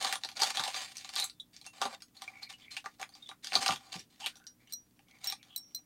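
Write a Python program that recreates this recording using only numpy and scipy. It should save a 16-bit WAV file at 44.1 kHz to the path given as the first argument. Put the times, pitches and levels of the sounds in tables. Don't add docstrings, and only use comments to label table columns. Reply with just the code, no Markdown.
import sys
import numpy as np
from scipy import signal
from scipy.fft import rfft, irfft
from scipy.io import wavfile

SR = 44100
rng = np.random.default_rng(int(sys.argv[2]) if len(sys.argv) > 2 else 0)


def int16_out(signal):
    q = np.round(np.clip(np.atleast_2d(signal).T, -1, 1) * 32767)
    wavfile.write(sys.argv[1], SR, q.astype(np.int16))


N = 258184
CUTOFF_HZ = 16000


def from_db(db):
    return 10 ** (np.asarray(db) / 20)


def rms_one(x):
    return x / np.sqrt(np.mean(x ** 2) + 1e-20)


def unit_energy(x):
    return x / np.sqrt(np.sum(x ** 2) + 1e-20)


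def seconds(length):
    return np.arange(int(length * SR)) / SR


def fade(t, t60):
    return np.exp(-np.log(1000) * t / t60)


def add(track, start_s, sound):
    at = max(int(start_s * SR), 0)
    track[at:at + len(sound)] += sound[:N - at]


def band(x, low_hz, high_hz, order=2):
    sos = signal.butter(order, [low_hz, min(high_hz, .45 * SR)], "band", fs=SR, output="sos")
    return signal.sosfilt(sos, x + 1e-18)


def resonate(x, modes):
    out = 0
    for k, (hz, width, db) in enumerate(modes):
        r = np.exp(-np.pi * width / SR)
        poles = [1, -2 * r * np.cos(2 * np.pi * hz / SR), r * r]
        mode = (1 - r * r) / 2 * signal.lfilter([1, 0, -1], poles, x + 1e-18)
        out = out + (-1) ** k * from_db(db) * mode
    return out


def drift(per_s):
    knots = rng.standard_normal(N // 20)
    return rms_one(np.interp(np.arange(N) / SR * per_s, np.arange(len(knots)), knots))


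def ring(hz, t60, rise_s=0.0011):
    t = seconds(.45)
    attack = 1 - np.exp(-(t / rise_s) ** 2)
    return np.sin(2 * np.pi * (hz * t + rng.random())) * fade(t, t60) * attack


def jingle(low_hz, high_hz, t60, count):
    pitches = low_hz * (high_hz / low_hz) ** ((np.arange(count) + rng.random(count)) / count)
    heights = rng.rayleigh(1, count)
    cluster = sum(height * ring(hz, t60) for height, hz in zip(heights, pitches))
    return cluster / np.sqrt(np.sum(heights ** 2) / 2)


def room_tone(noise_db=-70):
    # (frequency [Hz], relative density [dB])
    spectrum = [(30, -13), (70, -6.5), (130, -5), (250, -4), (400, -12.5), (600, -17), (1200, -21),
                (2500, -25), (4500, -24.5), (8000, -25.5), (11000, -24.5), (16000, -24)]
    # (pitch [Hz], rms level [dB])
    harmonics = [(60, -93.5), (120, -80.5), (180, -82), (241, -79), (301, -79)]
    corner_hz, corner_db = np.transpose(spectrum)
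    bins_hz = np.fft.rfftfreq(N, 1 / SR) + 1
    colour = from_db(np.interp(np.log(bins_hz), np.log(corner_hz), corner_db))
    noise = rms_one(irfft(rfft(rng.standard_normal(N)) * colour, N))
    t = np.arange(N) / SR
    hum = sum(from_db(db) * np.sin(2 * np.pi * (hz * t + rng.random())) for hz, db in harmonics)
    return from_db(noise_db) * noise + np.sqrt(2) * hum


def reflections(x, predelay_s=0.0014, crossover_hz=3500):
    t = seconds(.3)
    low = band(rng.standard_normal(len(t)), 100, crossover_hz) * fade(t, t60=0.099)
    high = band(rng.standard_normal(len(t)), crossover_hz, CUTOFF_HZ) * fade(t, t60=0.11)
    return signal.fftconvolve(x, unit_energy((low + high) * (t > predelay_s)))[:N]


def hand_bumps(t60=0.075, rise_s=0.0062, trim_db=-3, shudder_db=-9):
    # (time [s], relative level [dB])
    bumps = [(0.596, -42.5), (3.56, -35.5), (3.697, -34.5), (3.953, -37)]
    out, t = np.zeros(N), seconds(.45)
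    for start, db in bumps:
        shudder = rms_one(band(rng.standard_normal(len(t)), 75, 300)) * fade(t, t60=0.25)
        thud = ring(172, t60, rise_s) + 0.42 * ring(228, t60, rise_s)
        add(out, start, from_db(db + trim_db) * (thud + from_db(shudder_db) * shudder))
    return out


def table_top(force, place_spread_db, wood_db=-7):
    # (pitch [Hz], width [Hz], relative gain [dB])
    board_modes = [(172.8, 170, -15.5), (242, 46, -7), (330, 130, -14.5), (584, 390, -15.5),
                   (780.4, 41, 2.5), (864, 70, 2), (1018, 220, -7), (1218, 45, 0.5), (1314, 120, -2.5)]
    modes = [(hz, width, db + place_spread_db * rng.standard_normal()) for hz, width, db in board_modes]
    wood = from_db(wood_db) * band(force, 470, 1600, order=3)
    return band(resonate(force, modes) + wood, 90, 2400)


def card(force):
    # (pitch [Hz], width [Hz], relative gain [dB])
    card_modes = [(2490, 3560, 7.5), (3300, 1030, 14.5), (3900, 1700, 8.5), (5400, 1600, -0.5)]
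    return band(resonate(force, card_modes), 1700, 7400, order=3)


def edges(force, sheen_db=-11, air_db=-20):
    sheen = from_db(sheen_db) * band(force, 7950, 12500, order=4)
    air = from_db(air_db) * band(force, 12500, CUTOFF_HZ, order=4)
    return band(force, 6290, 9310, order=4) + sheen + air


def friction(catches_per_s, spread_db, smooth_db, judder_db):
    sizes = from_db(spread_db * np.minimum(rng.exponential(1, N), 4.5)) * rng.choice([-1, 1], N)
    catches = rms_one(sizes * (rng.random(N) < catches_per_s / SR))
    smooth = from_db(smooth_db) * rng.standard_normal(N)
    return (catches + smooth) * from_db(judder_db * drift(per_s=110))


def loose_parts(force, low_hz, high_hz, width_hz, count, direct=.7, contact_spread_db=5):
    detune = from_db(rng.normal(0, 0.19, count))
    pitches = np.geomspace(low_hz, high_hz, count) * detune
    contact_db = [contact_spread_db * np.clip(drift(per_s=24), -2, 1.5) for _ in pitches]
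    rings = sum(resonate(force, [(hz, width_hz, 0)]) * from_db(db) for hz, db in zip(pitches, contact_db))
    return direct * rms_one(force) + rms_one(rings)


def rubs(half_width=0.078, trim_db=1):
    # (start [s], end [s], pitch [Hz], relative level [dB])
    drags = [(0.55, 0.725, 876, -45), (1.162, 1.27, 4020, -38), (2.256, 2.55, 2250, -61.5),
             (2.56, 2.76, 2200, -63), (2.593, 2.668, 3300, -59.5), (4.206, 4.262, 866, -51),
             (4.211, 4.276, 2960, -45), (4.243, 4.545, 1500, -70.5), (4.572, 4.715, 2190, -74),
             (4.655, 4.743, 3020, -68), (5.05, 5.216, 2200, -68.5), (5.347, 5.48, 2450, -72),
             (5.478, 5.579, 3160, -60)]
    out = np.zeros(N)
    force = friction(catches_per_s=2500, spread_db=1, smooth_db=3.5, judder_db=3.5)
    for start, end, hz, db in drags:
        rub = band(force[int(start * SR):int(end * SR)], hz * (1 - half_width), hz * (1 + half_width))
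        swell = signal.windows.tukey(len(rub), .7)
        add(out, start, from_db(db + trim_db) * rms_one(rub) * swell)
    return out


def stroke_envelopes(attack_s=.012, sag_db_per_s=20, release_t60=0.11):
    # (start [s], length [s], relative scrape [dB], relative table body [dB])
    strokes = [(0, 0.097, -33.5, -37.5), (0.096, 0.047, -39, -45), (0.204, 0.18, -56, -66),
               (0.351, 0.064, -43.5, -47), (0.395, 0.039, -30.5, -49), (0.445, 0.068, -35, -42.5),
               (0.539, 0.08, -37, -44), (.62, 0.15, -40, -49.5), (.745, .11, -38, -47),
               (0.87, 0.053, -47.5, -59.5), (0.941, 0.34, -48, -62.5), (1.125, 0.083, -39, -50.5),
               (1.171, 0.06, -38, -46.5), (1.523, 0.08, -59, -75.5), (1.641, 0.029, -55, -66),
               (1.728, 0.13, -53.5, -57), (1.803, 0.064, -40.5, -37.5), (1.884, 0.058, -50.5, -47.5),
               (1.998, 0.016, -62, -71), (2.143, .05, -58, -67.5), (2.205, 0.04, -50, -56),
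               (2.239, 0.15, -61, -61.5), (2.415, 0.014, -48, -54.5), (2.487, 0.041, -48.5, -58.5),
               (2.579, 0.08, -61, -68), (2.701, 0.078, -49, -64), (2.839, 0.034, -57, -59),
               (2.894, 0.058, -66.5, -78), (2.988, 0.036, -51.5, -48.5), (3.109, .15, -63.5, -71.5),
               (3.28, 0.01, -51, -78), (3.424, 0.13, -48.5, -64), (3.53, 0.047, -34, -36.5),
               (3.602, 0.084, -36.5, -41), (3.638, 0.11, -38, -46.5), (3.79, 0.15, -58, -60.5),
               (3.914, 0.048, -43, -51.5), (3.976, 0.029, -47.5, -67), (4.094, 0.12, -66, -76),
               (4.192, 0.06, -47.5, -57), (4.255, 0.012, -34.5, -63), (4.34, 0.041, -73, -88),
               (4.595, .1, -72, -74.5), (4.689, .03, -57.5, -82), (5.086, 0.28, -71, -71.5),
               (5.201, 0.038, -54.5, -63), (5.232, 0.079, -42, -54.5), (5.427, 0.17, -67.5, -68.5),
               (5.665, 0.13, -73.5, -78)]
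    scrape_power, body_power, t = np.zeros(N), np.zeros(N), seconds(.6)
    hold = np.minimum(t / attack_s, 1) * from_db(-sag_db_per_s * t)
    for start, length, scrape_db, body_db in strokes:
        shape = hold * fade(np.maximum(t - length, 0), release_t60)
        add(scrape_power, start, (from_db(scrape_db) * shape) ** 2)
        add(body_power, start, (from_db(body_db) * shape) ** 2)
    return np.sqrt(scrape_power), np.sqrt(body_power)


def small_ticks(scrape_gain, per_s=18, stroke_db=-2.5, finger_db=-68.5, spread_db=6, wire_db=-5):
    out, t = np.zeros(N), seconds(.06)
    range_hz = (1900, 6500)
    strength = from_db(stroke_db) * scrape_gain + from_db(finger_db)
    for at in np.flatnonzero(rng.random(N) < per_s / SR):
        gain = strength[at] * from_db(spread_db * rng.standard_normal())
        tick = rms_one(band(rng.standard_normal(len(t)), *range_hz)) * fade(t, t60=0.0092)
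        wire = from_db(wire_db) * jingle(*range_hz, t60=0.037, count=4)
        add(out, at / SR, gain * tick)
        add(out, at / SR, gain * wire)
    return out


def sliding(scrape_gain, body_gain, scrape_db=-4.5, body_db=-4, hiss_db=-10):
    force = friction(catches_per_s=1800, spread_db=3, smooth_db=-10.5, judder_db=2)
    high_rattle = loose_parts(force, 1683, 11000, width_hz=120, count=40)
    low_rattle = loose_parts(force, 403, 2000, width_hz=150, count=12)
    board = table_top(rms_one(force) + .5 * rms_one(low_rattle), place_spread_db=0.5)
    scrape = from_db(scrape_db) * rms_one(card(high_rattle))
    hiss = from_db(hiss_db) * rms_one(edges(high_rattle, sheen_db=-12.5, air_db=-13.5))
    return scrape_gain * (scrape + hiss) + body_gain * from_db(body_db) * rms_one(board)


def clicks(crumble=0.68, width_hz=900, card_share=0.028, click_trim_db=-1, wire_db=-12, hook_db=-5):
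    # (time [s], contact resonance [Hz], click [dB], table knock [dB], treble snap [dB])
    touches = [(.0256, 4200, -35, -53, -45), (0.0472, 3750, -27.5, -33, -62), (.0714, 3700, -44, -43, -61),
               (.126, 3040, -29.5, -35, -37), (0.1397, 2720, -40, -49, -66),
               (0.1559, 3500, -36.5, -40.5, -43.5), (0.236, 3840, -32.5, -45.5, -63),
               (0.2482, 4700, -34, -44.5, -49), (0.289, 2900, -41.5, -50.5, -53.5),
               (.316, 4000, -48, -58, -62), (.3696, 4700, -37.5, -48, -53.5), (.3934, 3380, -39, -46, -54),
               (.4152, 4320, -33.5, -35, -46), (.4194, 4480, -22, -29, -38.5),
               (0.4336, 4290, -23.5, -30.5, -42.5), (0.5717, 3630, -27, -40, -47),
               (.5954, 3620, -29, -33, -62), (.638, 3950, -30.5, -43.5, -47), (.679, 2810, -38, -38, -45),
               (0.744, 3460, -34.5, -42.5, -56), (.969, 5940, -40, -74, -47),
               (.9814, 4660, -43.5, -74, -54), (1.0466, 3900, -41, -52.5, -71),
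               (1.0917, 3900, -41, -51, -57), (1.1555, 3800, -41, -69, -41.5),
               (1.1624, 3990, -29, -42.5, -54), (1.1991, 3920, -36, -45, -35.5),
               (1.241, 4080, -50, -45.5, -35), (1.2978, 3880, -44, -82, -60), (1.565, 5070, -48, -78, -75),
               (1.614, 4030, -49.5, -67, -62), (1.6643, 5460, -44.5, -52, -49.5),
               (1.8162, 3730, -32, -28.5, -39.5), (1.8243, 2900, -36.5, -35, -58.5),
               (1.854, 3700, -36.5, -31.5, -46), (2.0211, 4330, -48, -60, -55.5),
               (2.22, 3700, -42, -46, -51.5), (2.2776, 2340, -51, -55.5, -66),
               (2.767, 2790, -35, -49.5, -54), (2.7717, 2670, -35.5, -60, -53.5),
               (2.8423, 4010, -59, -50, -67), (2.8597, 1830, -37.5, -39.5, -70),
               (2.997, 1980, -52, -57, -60), (3.0146, 2380, -47.5, -45.5, -47.5),
               (3.0287, 2000, -35, -56, -56), (3.0914, 4200, -57, -64, -63),
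               (3.152, 4280, -51.5, -60.5, -64), (3.2908, 3600, -43.5, -49.5, -53),
               (3.3141, 2020, -50.5, -46.5, -65), (3.4454, 2680, -38, -57, -61.5),
               (3.471, 3150, -36.5, -58, -55.5), (3.521, 2300, -36, -41, -60),
               (3.5322, 4600, -33, -39, -58), (3.5541, 4470, -18, -34, -41),
               (3.5619, 4300, -39.5, -34, -50), (3.6155, 2970, -41, -42.5, -59),
               (3.629, 5000, -32.5, -41, -47), (3.662, 3170, -27, -32, -38),
               (3.6804, 3900, -25.5, -47, -44.5), (3.6888, 3130, -49.5, -24.5, -48.5),
               (3.7077, 2500, -29, -35, -61.5), (3.7222, 2560, -34, -33.5, -55.5),
               (3.7596, 3650, -40, -53.5, -56), (3.941, 2630, -41.5, -45.5, -58),
               (3.994, 5610, -45.5, -76, -59), (4.208, 3580, -49, -55, -64),
               (4.2611, 3320, -30, -48.5, -42), (4.2671, 2520, -32.5, -46, -47.5),
               (4.356, 3880, -56, -66, -64), (4.369, 3750, -59, -69.5, -62), (4.4, 3630, -66, -68, -78),
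               (4.468, 5180, -45, -76, -59), (4.992, 2960, -60, -65.5, -76), (5.085, 3020, -63, -70.5, -77),
               (5.2434, 3970, -56, -56, -45.5), (5.271, 5670, -55, -63, -56), (5.3235, 3180, -34, -45, -49),
               (5.429, 3300, -52.5, -75, -68)]
    out, t = np.zeros(N), seconds(.08)
    hit_gain = np.sqrt(.004 * SR)
    for start, hz, click_db, knock_db, snap_db in touches:
        force = crumble * rng.standard_normal(len(t)) * fade(t, t60=0.0057)
        force[0] += 1
        contact = band(resonate(force, [(hz, width_hz, 0)]), 1100, 9200)
        contact_and_card = unit_energy(contact) + card_share * unit_energy(card(force))
        board = band(table_top(force, place_spread_db=3), 220, 3000, order=1)
        click = from_db(click_db + click_trim_db) * unit_energy(contact_and_card)
        knock = from_db(knock_db) * unit_energy(board)
        snap = from_db(snap_db) * unit_energy(edges(force))
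        wire = from_db(click_db + wire_db) * jingle(0.31 * hz, 0.91 * hz, t60=0.028, count=5)
        hook = from_db(snap_db + hook_db) * jingle(5800, 11000, t60=0.1, count=4)
        add(out, start, hit_gain * (click + knock + snap))
        add(out, start, wire + hook)
    return out


def pings(neighbours_db=-10, overtones_db=-23, cluster_t60=0.091):
    # (time [s], pitch [Hz], level [dB], t60 [s])
    hits = [(0.237, 4080, -55, 0.032), (1.163, 4240, -36, 0.066), (1.221, 4020, -27, 0.081),
            (1.298, 3550, -72.5, 0.63), (1.398, 3450, -41.5, 0.099), (1.399, 3810, -37.5, 0.074),
            (1.668, 2718, -46.5, 0.18), (2.021, 4640, -46.5, 0.062), (2.022, 6556, -56.5, 0.13),
            (2.167, 4090, -40, 0.016), (2.278, 2347, -35, 0.045), (2.368, 2230, -49, 0.089),
            (2.429, 4570, -38, 0.091), (2.429, 4210, -37.5, 0.087), (2.536, 2910, -45.5, 0.094),
            (2.713, 4188, -41, 0.15), (3.137, 4690, -49, 0.11), (3.223, 3670, -44.5, 0.093),
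            (3.26, 3490, -45, 0.095), (3.289, 3840, -44, 0.1), (3.92, 4450, -39, 0.053),
            (4.356, 5787, -53.5, 0.15), (4.468, 4760, -51, 0.03), (4.47, 5717, -45, 0.13)]
    out = np.zeros(N)
    for start, hz, db, t60 in hits:
        neighbours = from_db(neighbours_db) * jingle(.9 * hz, 1.1 * hz, cluster_t60, count=6)
        top_hz = min(3 * hz, CUTOFF_HZ)
        overtones = from_db(overtones_db) * jingle(1.3 * hz, top_hz, cluster_t60, count=24)
        add(out, start, from_db(db) * (ring(hz, t60) + neighbours + overtones))
    return out


def chimes(tick_db=-8, card_db=-26, tick_t60=0.017, splash_db=-7, split_hz=38, twin_db=-7):
    # (pitch of drop 0 [Hz], pitch of drop 1 [Hz], relative level [dB], base t60 [s])
    drop_modes = [(3984, 4102, 0, .1), (4290, 3967, -9, .06), (5518, 5774, 0, .28), (5771, 5510, -13, .12),
                  (8242, 8330, -7, .04), (9232, 8877, -12, .045)]
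    # (time [s], drop [0 or 1], base level [dB], singing mode trim [dB], treble trim [dB], t60 [factor])
    strikes = [(4.723, 1, -38, -8, 7.5, 0.65), (4.734, 1, -34.5, -1.5, 4.5, 0.57),
               (5.242, 0, -28, -35, -4, 0.27), (5.271, 0, -36, 9.5, 8.5, 0.54),
               (5.299, 0, -19, -9.5, -9.5, 0.12), (5.5606, 0, -28, -25, 5.5, 0.42),
               (5.576, 0, -57.5, 10.5, 26, 1.27), (5.624, 1, -78, 22, -16, 1.6),
               (5.747, 1, -31.5, -5.5, 5, 0.47), (5.76, 1, -38, -33, 1.5, 0.65)]
    out = np.zeros(N)
    singing_t60 = max(mode[3] for mode in drop_modes)
    for start, drop, db, sing_db, treble_db, t60_factor in strikes:
        for *pitches, mode_db, base_t60 in drop_modes:
            hz, t60 = pitches[int(drop)], base_t60 * t60_factor
            colour_db = sing_db * (base_t60 == singing_t60) + treble_db * (hz > 7000)
            twin = from_db(twin_db) * ring(hz + split_hz, t60 / 2)
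            add(out, start, from_db(db + mode_db + colour_db) * (ring(hz, t60) + twin))
        tick = from_db(tick_db) * jingle(3550, 10770, tick_t60, count=70)
        card_tap = from_db(card_db) * jingle(1190, 3810, tick_t60, count=20)
        splash = from_db(splash_db) * jingle(12200, 15700, t60=0.032, count=50)
        add(out, start, from_db(db + treble_db) * (tick + card_tap + splash))
    return out


def scene(click_send_db=-3, slide_send_db=-8, metal_send_db=-12):
    scrape_gain, body_gain = stroke_envelopes()
    bed, bumps = room_tone(), hand_bumps()
    touches = clicks()
    slides = sliding(scrape_gain, body_gain) + rubs()
    metal = pings() + chimes()
    send = from_db(click_send_db) * touches + from_db(slide_send_db) * slides
    send += from_db(metal_send_db) * metal
    return (bed + reflections(send) + bumps + small_ticks(scrape_gain) + slides + touches + metal)[None]


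def record(dry):
    return signal.sosfilt(signal.ellip(10, .3, 70, CUTOFF_HZ, fs=SR, output="sos"), dry)


dry = scene()
out = record(dry)
int16_out(out)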